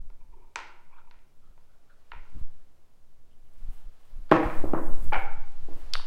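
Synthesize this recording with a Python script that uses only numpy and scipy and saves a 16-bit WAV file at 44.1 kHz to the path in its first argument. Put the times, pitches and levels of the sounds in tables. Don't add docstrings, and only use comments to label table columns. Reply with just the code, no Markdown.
import sys
import numpy as np
from scipy import signal
from scipy.fft import rfft, irfft
from scipy.io import wavfile
from scipy.ndimage import uniform_filter1d

SR = 44100
rng = np.random.default_rng(int(sys.argv[2]) if len(sys.argv) > 2 else 0)


def generate_wav(sig):
    pcm = np.round(np.clip(np.atleast_2d(sig).T, -1, 1) * 32767).astype(np.int16)
    wavfile.write(sys.argv[1], SR, pcm)


N = 267273


def amp(db):
    return 10 ** (np.asarray(db) / 20)


def rms_one(x):
    return x / np.sqrt(np.mean(x ** 2) + 1e-20)


def in_time(rows):
    start_s, *columns = np.transpose(rows)
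    return [np.interp(np.arange(N) / SR, start_s, column) for column in columns]


def at_hz(points, hz):
    points_hz, values = np.array(points).T
    return np.interp(np.log(hz), np.log(points_hz), values)


def band(x, low_hz, high_hz):
    edges_hz = [low_hz, min(high_hz, SR * 9 / 20)]
    return signal.sosfilt(signal.butter(2, edges_hz, "band", fs=SR, output="sos"), x)


def coloured(spectrum):
    hz = np.maximum(np.arange(N // 2 + 1) * SR / N, 1)
    gain = amp(at_hz(spectrum, hz)) * (hz > spectrum[0][0])
    return rms_one(irfft(rfft(rng.standard_normal(N)) * gain, N))


def steady(noise, softness):
    swing = signal.hilbert(noise)
    height = np.abs(swing)
    return rms_one(swing.real / (height + abs(softness)))


def resonate(x, hz, width_hz):
    radius = np.exp(-np.pi * abs(width_hz) / SR)
    angle = 2 * np.pi * hz / SR
    feed = (1 - radius * radius) / 2
    stage = [feed, 0, -feed, 1, -2 * radius * np.cos(angle), radius * radius]
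    return signal.sosfilt([stage, stage], x + 1e-18)


def struck(blows, modes, spread_db, scatter_s):
    size = SR // 5
    t = np.arange(size) / SR
    out = np.zeros((4, N + size))
    fade = np.exp(-t / scatter_s)
    click = np.arange(size) == 0
    for start_s, peak_db, hardness, room_share_db, contact_hz in blows:
        ring = np.zeros((4, size))
        for k, (hz, width_hz, level_db) in enumerate(modes):
            tilt_db = hardness * np.log2(hz / 1000)
            gain = amp(level_db + tilt_db + spread_db * rng.standard_normal())
            contacts = fade * rng.standard_normal(size)
            drive = np.abs(contacts @ np.exp(2j * np.pi * hz * t))
            contacts /= drive + np.linalg.norm(contacts) / 2
            ring[0] += gain * resonate(contacts, hz, width_hz)
            ring[1 + k % 3] += gain * resonate(click, hz, width_hz)
        dulling = signal.butter(4, min(contact_hz, SR * 9 / 20), fs=SR, output="sos")
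        ring = signal.sosfilt(dulling, ring)
        ring[0] *= amp(peak_db) / np.abs(ring[0]).max()
        ring[1:] *= amp(peak_db + room_share_db - 29.5) / np.sqrt(np.mean(ring[1:] ** 2))
        at = round(start_s * SR)
        out[:, at:at + size] += ring
    return out[:, :N]


def room_hush():
    # pitch_hz [Hz], level_db [relative dB per Hz]
    hush_spectrum = [(22, 1), (35, -7.5), (60, -17), (120, -17), (200, -22), (400, -23), (600, -24),
                     (1950, -36), (6100, -40), (15700, -45)]
    return amp(-67) * coloured(hush_spectrum)


def air():
    # start_s [s], level_db [dB]
    draught = [(0.0, -25.5), (0.07, -37), (0.74, -45.5), (0.91, -38.5), (2.07, -47.5), (2.18, -38.5),
               (2.26, -39), (2.43, -21), (2.73, -48), (3.9, -30.5), (3.97, -48), (4.17, -35.5), (4.4, -32),
               (4.62, -11), (4.79, -23.5), (4.93, -10.5), (5.33, -18), (5.55, -24), (5.77, -21),
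               (5.81, -30), (5.98, -18.5), (6.06, -31)]
    # middle_s [s], length_s [s], thump_db [dB], flutter_db [dB]
    buffets = [(0.08, 0.1, -36, -85), (0.306, 0.42, -45.5, -96), (1.5, 0.034, -47, -70),
               (2.18, 0.12, -35.5, -64), (2.37, 0.073, -37, -45), (3.667, 0.16, -30, -57),
               (3.869, 0.07, -38, -63), (4.189, 0.16, -31.5, -58), (4.495, 0.032, -40, -52),
               (4.644, 0.039, -37, -33.5), (4.735, 0.025, -34, -41), (4.903, 0.056, -28, -49),
               (5.068, 0.14, -27.5, -43), (5.174, 0.038, -24, -39.5), (5.403, 0.033, -58, -80),
               (5.631, 0.022, -29.5, -56.5), (5.72, 0.059, -59, -51), (5.851, 0.12, -34.5, -71)]
    heave_db = uniform_filter1d(in_time(draught)[0], size=SR // 40)
    thump_gain = amp(-57 + 0.96 * (heave_db + 35))
    flutter_gain = amp(-68 + 0.51 * (heave_db + 35))
    for middle_s, length_s, thump_db, flutter_db in buffets:
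        bell = np.exp(-2 * ((np.arange(N) / SR - middle_s) / (length_s / 2)) ** 2)
        thump_gain = thump_gain + amp(thump_db) * bell
        flutter_gain = flutter_gain + amp(flutter_db) * bell
    heave = steady(coloured([(3, 6.5), (6, 9), (11, -1), (18, -30.0), (40, -70), (80, -110)]), .6)
    thump = steady(coloured([(18, 20.0), (30, -13.5), (50, -6.0), (75, -45.5), (200, -105.5)]), 0.48)
    flutter = coloured([(55, 6.5), (120, -5), (280, -13), (450, -31), (1200, -82)])
    return amp(heave_db) * heave + thump_gain * thump + flutter_gain * flutter


def slaps():
    # [dB, before the fall and recovery shape it]
    drops = [(2.163, -38), (2.383, -39.5), (2.414, -23.5), (3.686, -30.5), (4.458, -14.5), (5.376, -31),
             (5.622, -29), (5.759, -33)]
    fall_s, recover_s = .003, .011
    t = np.arange(SR // 5) / SR
    out = np.zeros(N + len(t))
    shape = (1 - np.exp(-(t / fall_s) ** 2)) * np.exp(-(t / recover_s) ** 2 / 2)
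    for start_s, depth_db in drops:
        at = round(start_s * SR)
        out[at:at + len(t)] -= amp(depth_db) * shape
    return out[:N]


def rustle():
    # start_s [s], bright_swish_db [dB, before bunching], dull_shuffle_db [dB]
    cloth_levels = [(0, -100, -100), (1.8, -100, -78.5), (2.27, -101, -69.5), (2.4, -75, -67.5),
                    (2.49, -94, -72), (3.2, -100, -92), (3.4, -89, -82.5), (3.62, -77, -69.5),
                    (3.69, -79, -68), (3.74, -71, -67.5), (3.82, -76, -67.5), (3.9, -88, -71.5),
                    (4.1, -78.5, -69), (4.33, -80, -70), (4.45, -64, -54.5), (4.6, -61.5, -58),
                    (4.74, -66.5, -62.5), (4.87, -61, -69), (4.95, -67.5, -62), (5.05, -60, -60.5),
                    (5.15, -68.5, -60), (5.245, -67, -63), (5.28, -85, -65), (5.65, -77.5, -63.5),
                    (5.78, -70, -60.5), (6.06, -88, -60)]
    # pitch_hz [Hz], level_db [relative dB per Hz]
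    swish_spectrum = [(2000, -0.5), (4000, -58), (6000, -14), (8000, -7), (12000, -8), (15700, -9),
                      (16000, -32)]
    # pitch_hz [Hz], level_db [relative dB per Hz]
    shuffle_spectrum = [(400, 9.5), (900, 7.5), (1400, 5), (2100, 0), (2900, -1), (4500, -4.5), (7000, -10),
                        (12000, -22.5)]
    bright_db, dull_db = in_time(cloth_levels)
    grains = np.repeat(amp(1.9 * rng.exponential(1, N // 64 + 2)), 64)[:N]
    knots = np.arange(N // 1300 + 2)
    swishes_db = np.interp(np.arange(N) / 1300, knots, rng.standard_normal(len(knots)))
    bright = amp(bright_db + swishes_db) * rms_one(coloured(swish_spectrum) * grains)
    return bright + amp(dull_db) * coloured(shuffle_spectrum)


def snags():
    # start_s [s], peak_db [dB]
    threads = [(2.3, -57), (3.537, -57), (5.209, -56), (5.233, -59), (5.353, -54), (5.521, -52.5),
               (5.737, -48), (5.851, -55), (5.863, -55), (5.898, -54)]
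    pitch_hz, width_hz = 9500, 6900
    clicks = np.zeros(N)
    for start_s, peak_db in threads:
        clicks[round(start_s * SR)] = amp(peak_db)
    one_click_peak = np.abs(resonate(np.arange(99) == 0, pitch_hz, width_hz)).max()
    return resonate(clicks, pitch_hz, width_hz) / one_click_peak


def creaks():
    # start_s [s], length_s [s, time constant of the fade], level_db [dB], pitch_hz [Hz]
    creak_rows = [(0.19, 0.13, -68.5, 930), (0.309, 0.19, -64.5, 930), (0.323, 0.14, -62, 380),
                  (0.606, 0.17, -66.5, 347), (0.892, 0.17, -59, 955), (0.932, 0.1, -64, 1360),
                  (1.416, 0.099, -70, 1260), (1.682, 0.076, -73, 1400), (1.887, 0.066, -66, 1450),
                  (2.38, 0.03, -64, 1200), (3.3, 0.056, -77.5, 2900), (3.45, 0.038, -78, 2900),
                  (3.71, 0.1, -72, 2900), (3.72, .08, -69, 830), (4.02, .1, -79, 2900)]
    sharpness = 4.8
    overtone_ratio = 2.49
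    stutter_db = 3.5
    out = np.zeros(N)
    for start_s, length_s, level_db, hz in creak_rows:
        age = np.arange(round(3 * length_s * SR)) / SR / length_s
        stutter = amp(stutter_db * rng.standard_normal(SR // 700 + 1))
        noise = rng.standard_normal(SR) * np.repeat(stutter, 700)[:SR]
        rub = rms_one(resonate(noise, hz, hz / sharpness))
        overtone = rms_one(resonate(noise, hz * overtone_ratio, hz * 2 / sharpness))
        rub += amp(-11 - 13 * max(np.log2(hz / 1000), 0)) * overtone
        envelope = np.minimum(5 * age, 1) * np.exp(-age ** 2)
        at = round(start_s * SR)
        out[at:at + len(age)] += amp(level_db) * envelope * rub[-len(age):]
    return out


def close_ticks():
    # start_s [s], peak_db [dB], hardness [dB per octave], room_share_db [relative dB],
    # contact_low_pass_hz [Hz]
    tick_blows = [(4.295, -43.5, -6.8, -1, 12000), (5.9357, -14.5, 9, -12.5, 16000),
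                  (5.9368, -16.5, 5, -20, 16000), (5.9425, -34, -5, -21, 16000),
                  (5.9465, -25.5, -2, -13, 3850), (5.9533, -16.5, -0.5, -15.5, 3260),
                  (5.997, -33.5, -7, -24, 1790)]
    # pitch_hz [Hz], width_hz [Hz], level_db [relative dB]
    tick_modes = [(830, 1100, -7), (1270, 1000, -8), (2255, 1100, -12), (2900, 640, -3), (3755, 1150, -2),
                  (4530, 870, 1.5), (5500, 750, -19), (8880, 3000, -28.5)]
    return struck(tick_blows, tick_modes, spread_db=1.5, scatter_s=.0009)


def panel_raps():
    # start_s [s], peak_db [dB], hardness [dB per octave], room_share_db [relative dB],
    # contact_low_pass_hz [Hz]
    rap_blows = [(5.122, -23.5, -7, -10, 2500), (5.1255, -16, -3.5, -3.5, 3260),
                 (5.132, -16.5, 4.5, -2, 4500), (5.143, -19, -0.5, -9, 5570), (5.154, -22.5, 0, -4.5, 4920),
                 (5.16, -18.5, -4.5, -8.5, 3500)]
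    # pitch_hz [Hz], width_hz [Hz], level_db [relative dB]
    panel_modes = [(470, 460, -10.5), (823, 192, 2.5), (1074, 240, -9.5), (1400, 380, -5), (1690, 730, -15),
                   (2236, 260, -4.5), (2830, 450, -17.5), (4300, 1800, -38)]
    return struck(rap_blows, panel_modes, spread_db=1.5, scatter_s=.002)


def dice_clicks():
    # start_s [s], peak_db [dB], hardness [dB per octave], room_share_db [relative dB],
    # contact_low_pass_hz [Hz]
    click_blows = [(.101, -50.5, -10.5, -5, 6000), (.5583, -19, -4.5, -3.5, 8500),
                   (1.111, -45, -5.5, -2.5, 5030), (1.19, -56.5, 4, -4, 3330),
                   (1.577, -52.5, -11, -3, 4020), (2.118, -29.5, -3, -5, 3300), (2.134, -37, -9, -4, 4800)]
    # pitch_hz [Hz], width_hz [Hz], level_db [relative dB]
    dice_modes = [(380, 480, -26), (627, 84, -25), (930, 202, -6), (1388, 277, -6.5), (1960, 300, -19.5),
                  (2090, 870, -7.5), (2660, 410, -10.5), (3500, 3500, -15.5), (4500, 4700, -38.5),
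                  (6000, 360, -17.5), (7740, 310, -20.5), (12500, 2500, -23)]
    return struck(click_blows, dice_modes, spread_db=1, scatter_s=.0008)


def board_knocks():
    # start_s [s], peak_db [dB], hardness [dB per octave], room_share_db [relative dB],
    # contact_low_pass_hz [Hz]
    knock_blows = [(4.313, -22, 7, 2, 12000), (4.3152, -2.5, -1.5, -6, 6000), (4.3215, -.5, 0, -6, 16000),
                   (4.43, -21, 2.5, -2, 4000), (4.499, -24, 7, -3.5, 3300), (4.6385, -18, -9, -4.5, 700),
                   (4.654, -31.5, 14, 1, 820), (4.7345, -11.5, -7, -6, 2960), (4.7465, -19, 1.5, 0, 1390),
                   (5.684, -36.5, -1.5, 1, 860), (5.709, -42, -2, -14, 1200)]
    # pitch_hz [Hz], width_hz [Hz], level_db [relative dB]
    board_modes = [(153, 68, -5), (295, 207, 5), (523, 110, 1.5), (578, 255, -0.5), (790, 380, -1),
                   (1053, 190, -4), (1200, 250, -3.5), (1450, 440, -8), (1790, 550, -12.5),
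                   (2305, 610, -17), (3500, 520, -43), (6950, 12000, -59), (13000, 10000, -64)]
    return struck(knock_blows, board_modes, spread_db=1.5, scatter_s=.001)


def room(x):
    # pitch_hz [Hz], decay_s [s]
    decay_times = [(120, 0.73), (320, 0.63), (840, 0.66), (2200, 0.58), (5800, 0.45), (12000, 0.43)]
    # late_s [s], level_db [dB]
    wall_echoes = [(0.012, -17), (0.031, -11), (.044, -11)]
    t = np.arange(SR) / SR
    edges_hz = 80 * 2 ** np.arange(0, 8.1, .5)
    white = rng.standard_normal((2, SR))
    tail = np.zeros(SR)
    for k, (low_hz, high_hz) in enumerate(zip(edges_hz, edges_hz[1:])):
        decay_s = at_hz(decay_times, np.sqrt(low_hz * high_hz))
        tail += band(white[k % 2], low_hz, high_hz) * amp(-60 * t / decay_s)
    tail = amp(-28.5) * tail * (1 - np.exp(-t / 0.0013))
    for late_s, level_db in wall_echoes:
        tail[round(late_s * SR)] += amp(level_db) * rng.choice([-1, 1])
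    return signal.fftconvolve(x, tail)[:N]


def scene():
    clicks, knocks, raps, ticks = dice_clicks(), board_knocks(), panel_raps(), close_ticks()
    direct = clicks[0] + knocks[0] + raps[0] + ticks[0]
    feeds = amp(-2.0) * clicks[1:] + amp(0.5) * knocks[1:] + amp(1.0) * raps[1:] + ticks[1:]
    wet = sum(room(feed) for feed in feeds)
    handling = snags() + creaks() + rustle()
    background = air() + slaps() + room_hush()
    return (direct + wet + handling + background)[None]


def record(dry):
    faded = dry * np.minimum(np.arange(N) / (.015 * SR), 1)
    rounded = 2.5 * np.tanh(faded / 2.5)
    top_cut = signal.cheby2(16, 40, 16300, fs=SR, output="sos")
    return signal.sosfilt(top_cut, rounded)


dry = scene()
out = record(dry)
generate_wav(out)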